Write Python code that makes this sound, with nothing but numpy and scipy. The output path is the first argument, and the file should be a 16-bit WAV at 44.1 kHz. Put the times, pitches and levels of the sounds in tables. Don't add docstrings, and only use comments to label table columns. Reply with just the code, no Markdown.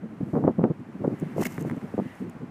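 import sys
import numpy as np
from scipy import signal
from scipy.fft import rfft, irfft
from scipy.io import wavfile
from scipy.ndimage import uniform_filter1d

SR = 44100
rng = np.random.default_rng(int(sys.argv[2]) if len(sys.argv) > 2 else 0)


def inscribe(sig):
    pcm = np.round(np.clip(np.atleast_2d(sig).T, -1, 1) * 32767)
    wavfile.write(sys.argv[1], SR, pcm.astype(np.int16))


N = 110250
T = np.arange(N) / SR


def undb(db):
    return 10 ** (np.asarray(db) / 20)


def unit(x):
    return x / np.sqrt(np.mean(x ** 2))


def curve(rows):
    return undb(np.interp(T, *np.array(rows).T))


def spectral_gain(spectrum, size):
    hz, db = np.array(spectrum).T
    f = np.maximum(np.fft.rfftfreq(size, 1 / SR), 1)
    return undb(np.interp(np.log(f), np.log(hz), db))


def colour(x, spectrum):
    return unit(irfft(rfft(x) * spectral_gain(spectrum, N), N))


def noise(spectrum):
    return colour(rng.standard_normal(N), spectrum)


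def swells(rows, shape):
    powers = (undb(db) ** 2 * np.exp(-np.abs(2 * (T - centre) / length) ** shape)
              for centre, length, db in rows)
    return np.sqrt(sum(powers))


def decay(start, t60):
    return (T >= start) * np.exp(-np.log(1000) * np.clip((T - start) / t60, 0, 10))


def clacks(rows, spectrum, size=1024):
    cepstrum = irfft(np.log(spectral_gain(spectrum, size)))
    response = irfft(np.exp(rfft(2 * cepstrum[:size // 2], size)))
    pulses = np.zeros(N)
    for start, peak_db in rows:
        pulses[int(start * SR)] += undb(peak_db)
    return signal.fftconvolve(pulses, response / np.abs(response).max())[:N]


# (t/s, level/dB)
TOWN_SPECTRUM = [(30, -13.5), (100, 10.5), (400, 3), (800, 2), (1300, -2), (2000, -6.5), (2700, -13),
                 (3600, -21.5), (5000, -26), (9000, -30.5), (15000, -39)]
TOWN_ENVELOPE = [(0, -52), (.35, -50), (.8, -51.5), (1.0, -49.5), (1.25, -47.5), (1.6, -45.5), (1.9, -47),
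                 (2.1, -48.5), (2.3, -48), (2.5, -49.5)]
def town():
    return noise(TOWN_SPECTRUM) * curve(TOWN_ENVELOPE)


# (t/s, level/dB)
HISS_SPECTRUM = [(1500, -21.5), (4000, -2.5), (8000, -1.5), (12000, -4), (15500, -10)]
HISS_ENVELOPE = [(0, -87), (.2, -76.5), (.33, -70), (.5, -79), (.85, -84.5), (1.05, -73.5), (1.3, -70),
                 (1.72, -70), (1.9, -70.5), (2.12, -69.5), (2.2, -66.5), (2.27, -78), (2.5, -90)]
def hiss():
    return noise(HISS_SPECTRUM) * curve(HISS_ENVELOPE)


# (centre t/s, duration/s, level/dB)
RUSTLE_SPECTRUM = [(1000, -24), (1600, -2), (2000, 3), (2300, -9), (2800, -7.5), (3500, -18), (6000, -35)]
RUSTLE_SWELLS = [(1.26, 0.18, -57), (2.1, 0.15, -54.5)]
def rustle():
    return noise(RUSTLE_SPECTRUM) * swells(RUSTLE_SWELLS, shape=1.9)


# (t/s, level/dB)
TICK_SPECTRUM = [(1000, -25), (4000, -18), (6500, 11.5), (9000, 7), (12000, 6.5), (15500, 1)]
TICK_ONSETS = [(.797, -65), (1.190, -59), (1.199, -47), (1.210, -57), (1.506, -47), (1.523, -46),
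               (1.543, -47), (1.569, -56), (1.593, -48), (1.607, -47), (1.611, -45.5), (1.624, -45),
               (1.765, -57), (2.153, -56), (2.297, -50)]
def ticks(t60_s=0.013):
    return noise(TICK_SPECTRUM) * sum(undb(db) * decay(start, t60_s) for start, db in TICK_ONSETS)


# (t/s, peak level/dB)
CHIP_SPECTRUM = [(300, -5), (900, 7), (1500, 3.5), (2100, 6.5), (2600, -13.5), (3300, -17), (5000, -28),
                 (9000, -22), (15000, -31)]
CHIP_IMPACTS = [(1.5802, -24), (1.6985, -23.5), (1.7128, -27), (1.8155, -35)]
def chips():
    return clacks(CHIP_IMPACTS, CHIP_SPECTRUM)


# (f/Hz, relative level/dB, t60/s)
ICE_RESONANCES = [(990, -15, .008), (2163, 30, 0.023), (2670, -3, 0.027), (6630, -12, .01)]
def ice_ring(start, rise_s=0.00049):
    age = T - start
    modes = sum(undb(db) * decay(start, t60) * np.sin(2 * np.pi * hz * age)
                for hz, db, t60 in ICE_RESONANCES)
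    return np.clip(age / rise_s, 0, 1) * modes


# (centre t/s, duration/s, level/dB)
CRUNCH_SPECTRUM = [(300, 10.5), (1000, 7.5), (1600, 10), (2200, 11.5), (2750, 13.5), (3400, -2.5),
                   (4800, 2), (6500, 5.5), (8500, 3), (10500, -0.5), (12500, 4.5), (15500, -2.5)]
CRUNCH_BURSTS = [(1.394, 0.033, -49), (1.4145, 0.0089, -37.5), (1.423, 0.0079, -39.5),
                 (1.4295, 0.0023, -37), (1.435, 0.0058, -35), (1.455, 0.0074, -33), (1.461, 0.025, -46),
                 (1.467, 0.0056, -31.5), (1.52, 0.089, -52.5), (1.526, .008, -59), (1.607, 0.018, -52),
                 (1.676, 0.029, -57)]
def crunch(fractures_per_s=4600, spread_db=1.5, clump_s=0.0024, clump_db=1, ring_db=-16):
    fractures = (rng.random(N) < fractures_per_s / SR) * rng.choice([-1, 1], N)
    sizes = undb(spread_db * np.minimum(rng.exponential(size=N), 5))
    clumps = undb(clump_db * unit(uniform_filter1d(rng.standard_normal(N), int(clump_s * SR))))
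    direct = colour(fractures * sizes * clumps, CRUNCH_SPECTRUM) * swells(CRUNCH_BURSTS, shape=1.7)
    ring = ice_ring(0)
    return direct + undb(ring_db) * signal.fftconvolve(direct, ring / np.linalg.norm(ring))[:N]


def crack(start_s=1.4542, peak_db=-22.5):
    ring = ice_ring(start_s)
    return undb(peak_db) * ring / np.abs(ring).max()


# (t/s, level/dB)
EDGE_SPECTRUM = [(400, -4), (1200, 8.5), (2000, 1.5), (3000, -12), (4200, -25), (7000, -37), (15000, -51)]
EDGE_ONSETS = [(.3665, -47), (.477, -32.5), (.6402, -22)]
def buffet_edges():
    return clacks(EDGE_ONSETS, EDGE_SPECTRUM)


# (t/s, level/dB, f/Hz)
EDDY_POPS = [(.211, -22.5, 326), (0.234, -27.5, 260), (.354, -21.5, 790), (.367, -28, 830),
             (0.44, -20.5, 738), (0.45, -8.5, 300), (0.479, -7, 446), (.594, -23.5, 586),
             (.6405, -11.5, 435), (1.047, -21, 670), (1.0786, -10, 320), (1.225, -20, 318),
             (1.236, -23.5, 397), (1.382, -14, 494), (1.413, -27, 266), (1.424, -18, 750), (1.65, -21, 447),
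             (1.940, -23.5, 417), (1.980, -14, 378), (1.990, -18, 523), (2.0, -22.5, 550)]
def eddy_pops(rise_rad=0.89, fall_rad=3.23):
    pressure = np.zeros(N)
    for centre, db, hz in EDDY_POPS:
        phase = 2 * np.pi * hz * np.clip(T - centre, -.03, .03)
        pop = np.cos(phase) / (np.exp(-phase / rise_rad) + np.exp(phase / fall_rad))
        pressure -= undb(db) * pop / np.abs(pop).max()
    return pressure


def turbulence(spectrum, eddy_s=0.012):
    swirl = noise(spectrum)
    power = uniform_filter1d(np.abs(signal.hilbert(swirl)) ** 2, int(eddy_s * SR))
    return colour(swirl / np.sqrt(power), spectrum)


# (t/s, level/dB)
BREEZE_ENVELOPE = [(0, -42.5), (.3, -46), (.55, -40), (.75, -45.5), (.93, -45.5), (1.15, -44), (1.33, -37),
                   (1.55, -40), (1.72, -58), (1.82, -49.5), (2.05, -39), (2.15, -55), (2.3, -62),
                   (2.5, -43.5)]
# (centre t/s, duration/s, rumble level/dB, flutter level/dB)
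WIND_BUFFETS = [(0.046, 0.032, -33, -43.5), (0.127, 0.027, -37.5, -50.5), (.212, 0.013, -27, -42),
                (0.233, 0.012, -23.5, -40), (0.281, 0.043, -34, -49), (0.341, 0.013, -18.5, -29),
                (.371, 0.032, -24, -24), (0.403, 0.037, -26.5, -37), (0.446, 0.029, -20.5, -26.5),
                (0.48, 0.018, -18.5, -19), (.497, 0.025, -23, -28), (0.592, 0.013, -16.5, -29),
                (0.614, 0.015, -23, -31), (.646, 0.021, -17, -21.5), (0.669, 0.035, -31, -35),
                (0.709, 0.015, -19.5, -31), (0.807, 0.025, -34.5, -71), (0.895, 0.0096, -32, -60),
                (0.958, 0.015, -33.5, -51), (1.014, 0.029, -29, -43), (1.05, 0.016, -28.5, -23),
                (1.072, 0.035, -29.5, -36.5), (1.11, 0.024, -31.5, -38), (1.132, 0.025, -26.5, -40),
                (1.228, .02, -23.5, -45), (1.264, 0.018, -31.5, -46), (1.365, 0.0057, -27, -33),
                (1.387, 0.028, -30.5, -35), (1.407, 0.027, -23.5, -27.5), (1.465, 0.0137, -28, -38),
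                (1.586, 0.0089, -25, -41), (1.621, 0.031, -28.5, -43.5), (1.668, 0.033, -27.5, -42),
                (1.725, 0.038, -27, -44.5), (1.774, 0.015, -29.5, -41), (1.843, 0.029, -31, -47.5),
                (1.947, 0.011, -27, -45), (1.993, 0.02, -24, -27.5), (2.019, 0.014, -27.5, -65),
                (2.061, .015, -30, -49), (2.222, 0.028, -28.5, -76), (2.261, 0.069, -34, -73),
                (2.362, 0.021, -38.5, -52), (2.429, 0.038, -32.5, -51)]
# (f/Hz, level/dB)
RUMBLE_SPECTRUM = [(20, -33), (60, -21.5), (100, -5.5), (150, -1), (230, -0.5), (330, -4.5), (450, -9.5),
                   (650, -23), (1000, -52.5), (2000, -79)]
FLUTTER_SPECTRUM = [(100, -9.5), (300, -4), (480, -3.5), (650, -7), (900, -11), (1300, -16.5), (2000, -24),
                    (3200, -48), (8000, -66.5)]
def wind(port_hz=95, buffet_shape=2.6):
    buffets = np.array(WIND_BUFFETS)
    rumble_swells = swells(buffets[:, [0, 1, 2]], buffet_shape)
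    flutter_swells = swells(buffets[:, [0, 1, 3]], buffet_shape)
    rumble = np.hypot(curve(BREEZE_ENVELOPE), rumble_swells) * turbulence(RUMBLE_SPECTRUM)
    flutter = flutter_swells * turbulence(FLUTTER_SPECTRUM)
    port = signal.butter(2, port_hz, "high", fs=SR, output="sos")
    return signal.sosfilt(port, rumble + flutter + buffet_edges() + eddy_pops())


def scene():
    return (wind() + crunch() + crack() + chips() + ticks() + town() + hiss() + rustle())[None]


def record(dry):
    cutoff_hz = 15400
    return signal.sosfilt(signal.ellip(10, .2, 80, cutoff_hz, fs=SR, output="sos"), dry)


dry = scene()
out = record(dry)
inscribe(out)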